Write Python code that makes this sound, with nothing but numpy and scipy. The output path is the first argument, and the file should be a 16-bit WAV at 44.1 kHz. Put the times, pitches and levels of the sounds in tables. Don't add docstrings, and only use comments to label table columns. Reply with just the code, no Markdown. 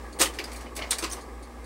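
import sys
import numpy as np
from scipy import signal
from scipy.fft import rfft, irfft, next_fast_len
from scipy.io import wavfile
from scipy.ndimage import uniform_filter1d, map_coordinates

SR = 44100
rng = np.random.default_rng(int(sys.argv[2]) if len(sys.argv) > 2 else 0)


def output_pcm(signal):
    pcm = np.clip(np.atleast_2d(signal).T, -1, 1) * 32767
    wavfile.write(sys.argv[1], SR, np.round(pcm).astype(np.int16))


def gain_from_db(level_db):
    decades = np.asarray(level_db, float) / 20
    return 10 ** decades


N = 72765


def unit(x):
    return x / np.sqrt(np.mean(x ** 2) + 1e-20)


def along(points, hz):
    f, v = np.transpose(points)
    return np.interp(np.log(hz + 1), np.log(f + 1), v)


def wobble(rate):
    knots = rng.standard_normal(int(N * rate / SR) + 4)
    return map_coordinates(knots, [np.arange(N) * rate / SR])


def filtered(x, response):
    m = next_fast_len(len(x) + 8192)
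    return irfft(rfft(x, m) * response(np.fft.rfftfreq(m, 1 / SR)), m)[:len(x)]


def ringing(peaks, f):
    total = 0
    for k, (centre, width, db) in enumerate(peaks):
        damping = 1j * f * width
        total = total + (-1) ** k * gain_from_db(db) * damping / (centre * centre - f * f + damping)
    return total


def causal(gain):
    cepstrum = irfft(np.log(np.maximum(gain, 1e-6)))
    half = len(cepstrum) // 2
    cepstrum[1:half] *= 2
    cepstrum[half + 1:] = 0
    return np.exp(rfft(cepstrum))


def reverb(x):
    # (frequency [Hz], t60 [s])
    room_decay = [(200, 0.23), (2000, 0.18), (8000, 0.15), (15000, 0.14)]
    first_wall_s, room_db = .004, -5
    hz, t, z = signal.stft(rng.standard_normal(len(x)), SR, nperseg=128)
    decay = gain_from_db(-60 * t / along(room_decay, hz)[:, None])
    tail = signal.istft(z * decay, SR, nperseg=128)[1]
    tail = np.pad(tail / np.linalg.norm(tail), (round(first_wall_s * SR), 0))
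    return x + gain_from_db(room_db) * signal.fftconvolve(x, tail)[:len(x)]


def add(out, x, s):
    i = round(s * SR)
    out[i:i + len(x)] += x[:len(out) - i]


def chatter(contacts, tone, ring, ring_db, rise_s, gain_db):
    out, m = np.zeros(N), 16384
    t, hz = np.arange(m) / SR, np.fft.rfftfreq(m, 1 / SR)
    for s, db, length, tilt_db in contacts:
        shape = (1 - np.exp(-t / rise_s)) * np.exp(-t / max(length, .0005))
        spread_db = 2.5 * np.minimum(rng.exponential(size=m), 4)
        clump_db = 1.2 * rng.standard_normal(m // 32).repeat(32)
        impacts = unit(rng.standard_normal(m) * gain_from_db(spread_db + clump_db)) * shape / shape.max()
        struck = [(c, w, level + 1.5 * rng.standard_normal()) for c, w, level in ring]
        colour = gain_from_db(along(tone, hz) + tilt_db * np.log2((hz + 100) / 4000))
        colour = colour * (1 + gain_from_db(ring_db) * np.abs(ringing(struck, hz)))
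        heard = irfft(rfft(impacts) * causal(unit(colour)), m)
        add(out, gain_from_db(db + gain_db) * reverb(heard), s)
    return out


def fan():
    # (frequency [Hz], level [dB per Hz])
    rush_tone = [(30, -45), (82, 5.5), (100, -39), (155, -9.5), (320, 2.5), (650, -8.5), (1270, -7),
                 (1500, -36.5)]
    # (frequency [Hz], level [dB per Hz])
    hiss_tone = [(820, -39), (1400, -11.5), (1660, -7.5), (2100, -3), (2900, -14.5), (5540, -15),
                 (6580, -19.5), (8220, -14), (15700, -32)]
    # (frequency [Hz], width [Hz], level [dB])
    cavities = [(283.4, 6.8, 1.5), (336, 22, -20), (496.5, 27, 5.5), (802, 17.4, 9), (1132, 66, 2.5),
                (1658, 42, 8)]
    t = np.arange(N) / SR - .83

    def air(colour):
        return unit(filtered(rng.standard_normal(N),
                             lambda f: gain_from_db(along(colour, f)) * (1 + np.abs(ringing(cavities, f)))))

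    def tone(hz, db, unsteady_db):
        return np.sqrt(2) * gain_from_db(db + unsteady_db * wobble(9.95)) * np.cos(2 * np.pi * hz * t)

    mains_hz = 60
    hum = tone(59.0, -43.5, .6)
    hum += tone(55.3, -52.5, 1.5)
    hum += tone(41, -61.5, 1.5)
    hum += tone(2 * mains_hz, -65.5, 2.5) + tone(4 * mains_hz, -55, 2.2)
    rush = air(rush_tone) * gain_from_db(-46 + 1.2 * wobble(7) + 1.5 * wobble(50))
    hiss = air(hiss_tone) * gain_from_db(-54 + .8 * wobble(6))
    return hum + rush + hiss


def drive():
    # (start [s], end [s], level [dB])
    strokes = [
        (-.04, 0.213, -53.5),
        (0.235, 0.668, -46),
        (0.765, 1.225, -44.5),
    ]
    # (frequency [Hz], level [dB per Hz])
    rub_tone = [(180, -13), (300, 0), (1180, -4), (1490, -12.5), (1910, -9.5), (3340, -18), (5480, -18),
                (6790, -20), (15500, -34.5)]
    ramp_s = .04
    t = np.arange(N) / SR
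    running = np.zeros(N)
    for on, off, db in strokes:
        running += gain_from_db(db) * np.clip(np.minimum(t - on, off - t) / ramp_s, 0, 1)
    grit = rng.standard_normal(N) * gain_from_db(1.5 * wobble(70) + 1.5 * wobble(12))
    return unit(filtered(grit, lambda f: gain_from_db(along(rub_tone, f)))) * running


def pings():
    # (time [s], frequency [Hz], peak level [dB], t60
    # [s])
    part_pings = [(0.051, 1678, -49, 0.37), (0.188, 8740, -43, .03), (0.198, 8300, -32, .04),
                  (0.203, 6440, -24, 0.02), (.207, 1770, -36, .03), (0.2136, 8640, -15, 0.0094),
                  (0.2157, 7200, -28, .015), (.215, 534.5, -27.5, 0.16), (0.217, 980, -27, 0.032),
                  (0.22, 8100, -24, 0.018), (0.2212, 5690, -24.5, 0.017), (.222, 2500, -40, 0.054),
                  (.229, 7350, -28, 0.012), (0.257, 3100, -29.5, 0.045), (0.26, 8500, -39, .03),
                  (.27, 2010, -31.5, 0.022),
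                  (.387, 2000, -24, 0.0083), (.3875, 5060, -35, 0.017), (.388, 3027, -33.5, 0.044),
                 (0.3945, 2410, -31, 0.015), (0.401, 2250, -34, 0.031), (.4415, 4900, -34, 0.026),
                 (.453, 4920, -42, 0.039), (.516, 2220, -52, .04), (0.546, 2370, -45.5, 0.057),
                 (0.558, 8380, -45, 0.045), (.566, 4280, -49, .05), (0.612, 2870, -50, 0.075),
                 (0.822, 3030, -33.5, 0.048),
                  (0.9081, 8250, -21, 0.0082), (.9095, 9110, -22, 0.025), (0.912, 4200, -28, 0.016),
                   (.915, 4130, -24, 0.018), (.918, 9050, -30, 0.017), (.921, 3640, -27, 0.012),
                   (0.926, 8880, -39, 0.025), (0.93, 9100, -38, 0.028), (0.9282, 3900, -31, 0.035),
                   (.942, 8950, -46, 0.021), (0.953, 4260, -44, 0.02),
                  (.985, 4570, -32.5, 0.028), (1.023, 6300, -35, 0.044), (1.0266, 345, -36, 0.082),
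                  (1.0405, 2760, -34, 0.0091), (1.0385, 8000, -34, 0.021), (1.043, 4570, -31, .02),
                  (1.044, 2730, -40, 0.017), (1.098, 5280, -41, 0.036), (1.105, 3100, -44.5, .035),
                  (1.112, 6420, -34, 0.044), (1.114, 5710, -41, 0.034), (1.121, 8900, -35, 0.029),
                  (1.124, 5740, -37, 0.033), (1.1306, 8200, -28, 0.0089), (1.132, 6030, -35, .04),
                  (1.135, 8630, -36, 0.018), (1.135, 3620, -41.5, 0.029)]
    # (frequency [Hz], t60 [s])
    longest = [(1700, .3), (2000, .05), (5000, .032), (15000, .03)]
    rise_s, flutter_db = .0009, 4
    pitch_waver = .018
    out, t = np.zeros(N), np.arange(8192) / SR
    for s, hz, db, t60 in part_pings:
        waver, flutter = (unit(uniform_filter1d(v, size=60)) for v in rng.standard_normal((2, len(t))))
        shape = (1 - np.exp(-t / rise_s)) * gain_from_db(-60 * t / min(t60, along(longest, hz)))
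        phase = 2 * np.pi * hz * np.cumsum(1 + pitch_waver * waver) / SR
        ping = shape / shape.max() * gain_from_db(flutter_db * flutter) * np.sin(phase)
        add(out, gain_from_db(db) * (ping + reverb(ping)) / 2, s)
    return out


def belt():
    scuff_db = [-50, -57, -49, -55, -52, -50.5, -51, -52.5]
    # (frequency [Hz], level [dB per Hz])
    scuff_tone = [(2500, -28), (4500, 0.5), (5600, -11), (6600, -4), (7500, -10.5), (9200, -1),
                  (11000, -13), (15500, -29)]
    # (frequency [Hz], width [Hz], level [dB])
    scuff_ring = [(4350, 320, -3), (6640, 230, -4), (8750, 450, -18)]
    start_s, turn_s = .124, .2167
    passes = [(start_s + k * turn_s, db, .014, 0) for k, db in enumerate(scuff_db)]
    return chatter(passes, scuff_tone, scuff_ring, ring_db=2.5, rise_s=.003, gain_db=0)


def gate():
    # (time [s], peak level [dB], chatter length [s], brightness [dB per octave])
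    slams = [
        (.188, -28, 0.022, -1.5),
        (.194, -18.5, 0.018, 3),
        (.203, -16, 0.011, -0.5),
        (.214, -6.5, 0.0025, 1),
        (.220, -11, 0.0048, 2),
        (.229, -22.5, 0.016, 0),
        (.242, -29, 0.005, -7.5),
        (.256, -22, 0.0038, 1),
    ]
    # (frequency [Hz], level [dB per Hz])
    gate_tone = [(120, -53), (200, -10), (321, -7), (1260, 2.5), (1510, -6), (1880, 0), (3550, -2),
                 (8660, -7), (15500, -18.5)]
    # (frequency [Hz], width [Hz], level [dB])
    gate_ring = [(523, 8.8, -13), (980, 39, -31), (2500, 35, -23), (4540, 78, -8), (8700, 890, -4.5),
                 (12250, 160, -4)]
    return chatter(slams, gate_tone, gate_ring, ring_db=0.85, rise_s=0.0056, gain_db=-7.0)


def thumps():
    # (time [s], peak level [dB])
    pushes = [
        (0.204, -23.5),
        (.217, -32),
        (.246, -30.5),
        (.397, -31.5),
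        (0.82, -58),
        (1.0275, -27),
        (1.039, -29.5),
    ]
    # (frequency [Hz], width [Hz], level [dB])
    table_top = [(320.6, 39, 13), (490, 118, 4), (234, 4.3, -5.5)]
    out, push = np.zeros(N), np.zeros(8192)
    push[:40] = np.hanning(40)
    knock = filtered(push, lambda f: ringing(table_top, f) * (1j * f / (60 + 1j * f)) ** 2)
    for s, db in pushes:
        add(out, gain_from_db(db + 2) * reverb(knock / np.abs(knock).max()), s - .002)
    return out


def levers():
    # (time [s], peak level [dB], chatter length [s], brightness [dB per octave])
    ticks = [(.334, -33, 0.033, -6.5), (.4385, -25.5, 0.0074, -5), (.515, -31, 0.0061, -4.5),
             (.529, -32, 0.012, 2), (.559, -34.5, 0.015, 1), (.607, -34.5, 0.0082, -2),
             (.752, -33, 0.019, -1), (.763, -22, 0.01, -1.2), (.983, -18.5, 0.01, -3),
             (1.098, -29.5, 0.0065, 0.39), (1.112, -30.5, 0.01, -5), (1.122, -27, 0.012, 0.27),
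             (1.131, -22.5, 0.0024, 0.15)]
    # (frequency [Hz], level [dB per Hz])
    lever_tone = [(880, -23.5), (1500, -7), (2170, -4), (2620, -9), (3150, -8.5), (6370, -2.5),
                  (7020, -5.5), (8540, -2.5), (15500, -8)]
    # (frequency [Hz], width [Hz], level [dB])
    lever_ring = [(4560, 320, -2), (5530, 400, -7), (8310, 1200, -1), (10520, 430, -0.5)]
    return chatter(ticks, lever_tone, lever_ring, ring_db=3.1, rise_s=0.0021, gain_db=-11.5)


def cam():
    # (time [s], peak level [dB], chatter length [s], brightness [dB per octave])
    knocks = [
        (.3865, -23.5, 0.013, 0.17),
        (.396, -39, 0.0047, 0.83),
    ]
    # (frequency [Hz], level [dB per Hz])
    cam_tone = [(900, -20), (1500, -10.5), (1900, -3.5), (3100, -10.5), (3600, -10.5), (5000, -12.5),
                (15500, -28)]
    # (frequency [Hz], width [Hz], level [dB])
    cam_ring = [(2400, 150, -1), (3040, 140, -2), (4660, 250, -4)]
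    return chatter(knocks, cam_tone, cam_ring, ring_db=3, rise_s=0.0013, gain_db=-8)


def rattle():
    # (time [s], peak level [dB], chatter length [s], brightness [dB per octave])
    shakes = [
        (.517, -34, 0.018, -1),
        (.54, -55, 0.01, -0.49),
        (.615, -42, 0.03, 0.38),
        (.66, -35, 0.011, -0.35),
        (.764, -28.5, 0.013, 0.56),
        (.7895, -22, 0.0039, -0.54),
        (.812, -24.5, 0.017, 0.028),
        (.8185, -25, 0.012, -0.2),
        (.836, -32, 0.0079, -0.4),
    ]
    # (frequency [Hz], level [dB per Hz])
    rattle_tone = [(300, -7), (600, 1), (1300, -8), (2200, 5), (3000, -11), (5000, -9), (15500, -43)]
    # (frequency [Hz], width [Hz], level [dB])
    rattle_ring = [(1050, 54, 3), (2000, 78, -27), (2954, 57, 10), (4500, 83, 0)]
    return chatter(shakes, rattle_tone, rattle_ring, ring_db=4.2, rise_s=0.0023, gain_db=-10.5)


def slide():
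    # (time [s], peak level [dB], chatter length [s], brightness [dB per octave])
    drops = [
        (.904, -32, 0.0034, 5),
        (.9075, -14.5, 0.007, 4.5),
        (.918, -20, 0.0051, -3.6),
        (.928, -21.5, 0.0052, -3),
    ]
    # (frequency [Hz], level [dB per Hz])
    slide_tone = [(350, -31), (600, -17), (866, -6.5), (2010, -5.5), (2220, -5), (4260, -1), (6400, -3),
                  (8870, -1), (15500, -22)]
    # (frequency [Hz], width [Hz], level [dB])
    slide_ring = [(1940, 150, -6), (3680, 200, -16), (4270, 130, -27), (9200, 250, -12.5)]
    return chatter(drops, slide_tone, slide_ring, ring_db=1.5, rise_s=0.0021, gain_db=-6.5)


def tray():
    # (time [s], peak level [dB], chatter length [s], brightness [dB per octave])
    steps = [
        (1.0245, -20.5, 0.013, 0.9),
        (1.037, -16.5, 0.012, 0.7),
        (1.059, -48, 0.0039, -0.65),
        (1.076, -42, 0.003, -0.66),
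    ]
    # (frequency [Hz], level [dB per Hz])
    tray_tone = [(290, -70), (500, -18), (1090, -2.5), (1800, -11), (2460, -3.5), (8240, -8.5),
                 (15500, -26)]
    # (frequency [Hz], width [Hz], level [dB])
    tray_ring = [(1090, 280, 1), (2630, 180, -3.5), (4200, 160, -6), (7760, 250, -12)]
    return chatter(steps, tray_tone, tray_ring, ring_db=2.5, rise_s=0.00076, gain_db=-10.5)


def scene():
    running = fan() + drive() + belt()
    change = gate() + levers() + cam() + rattle() + slide() + tray()
    return (running + change + pings() + thumps())[None]


def top_cut(x):
    return signal.sosfilt(signal.butter(12, 16800, fs=SR, output="sos"), x)


def record(dry):
    top_hz, leak_db = 15750, -42
    kept = filtered(dry[0], lambda f: np.where(f < top_hz, 1, gain_from_db(leak_db)))
    return top_cut(kept[None])


dry = scene()
out = record(dry)
output_pcm(out)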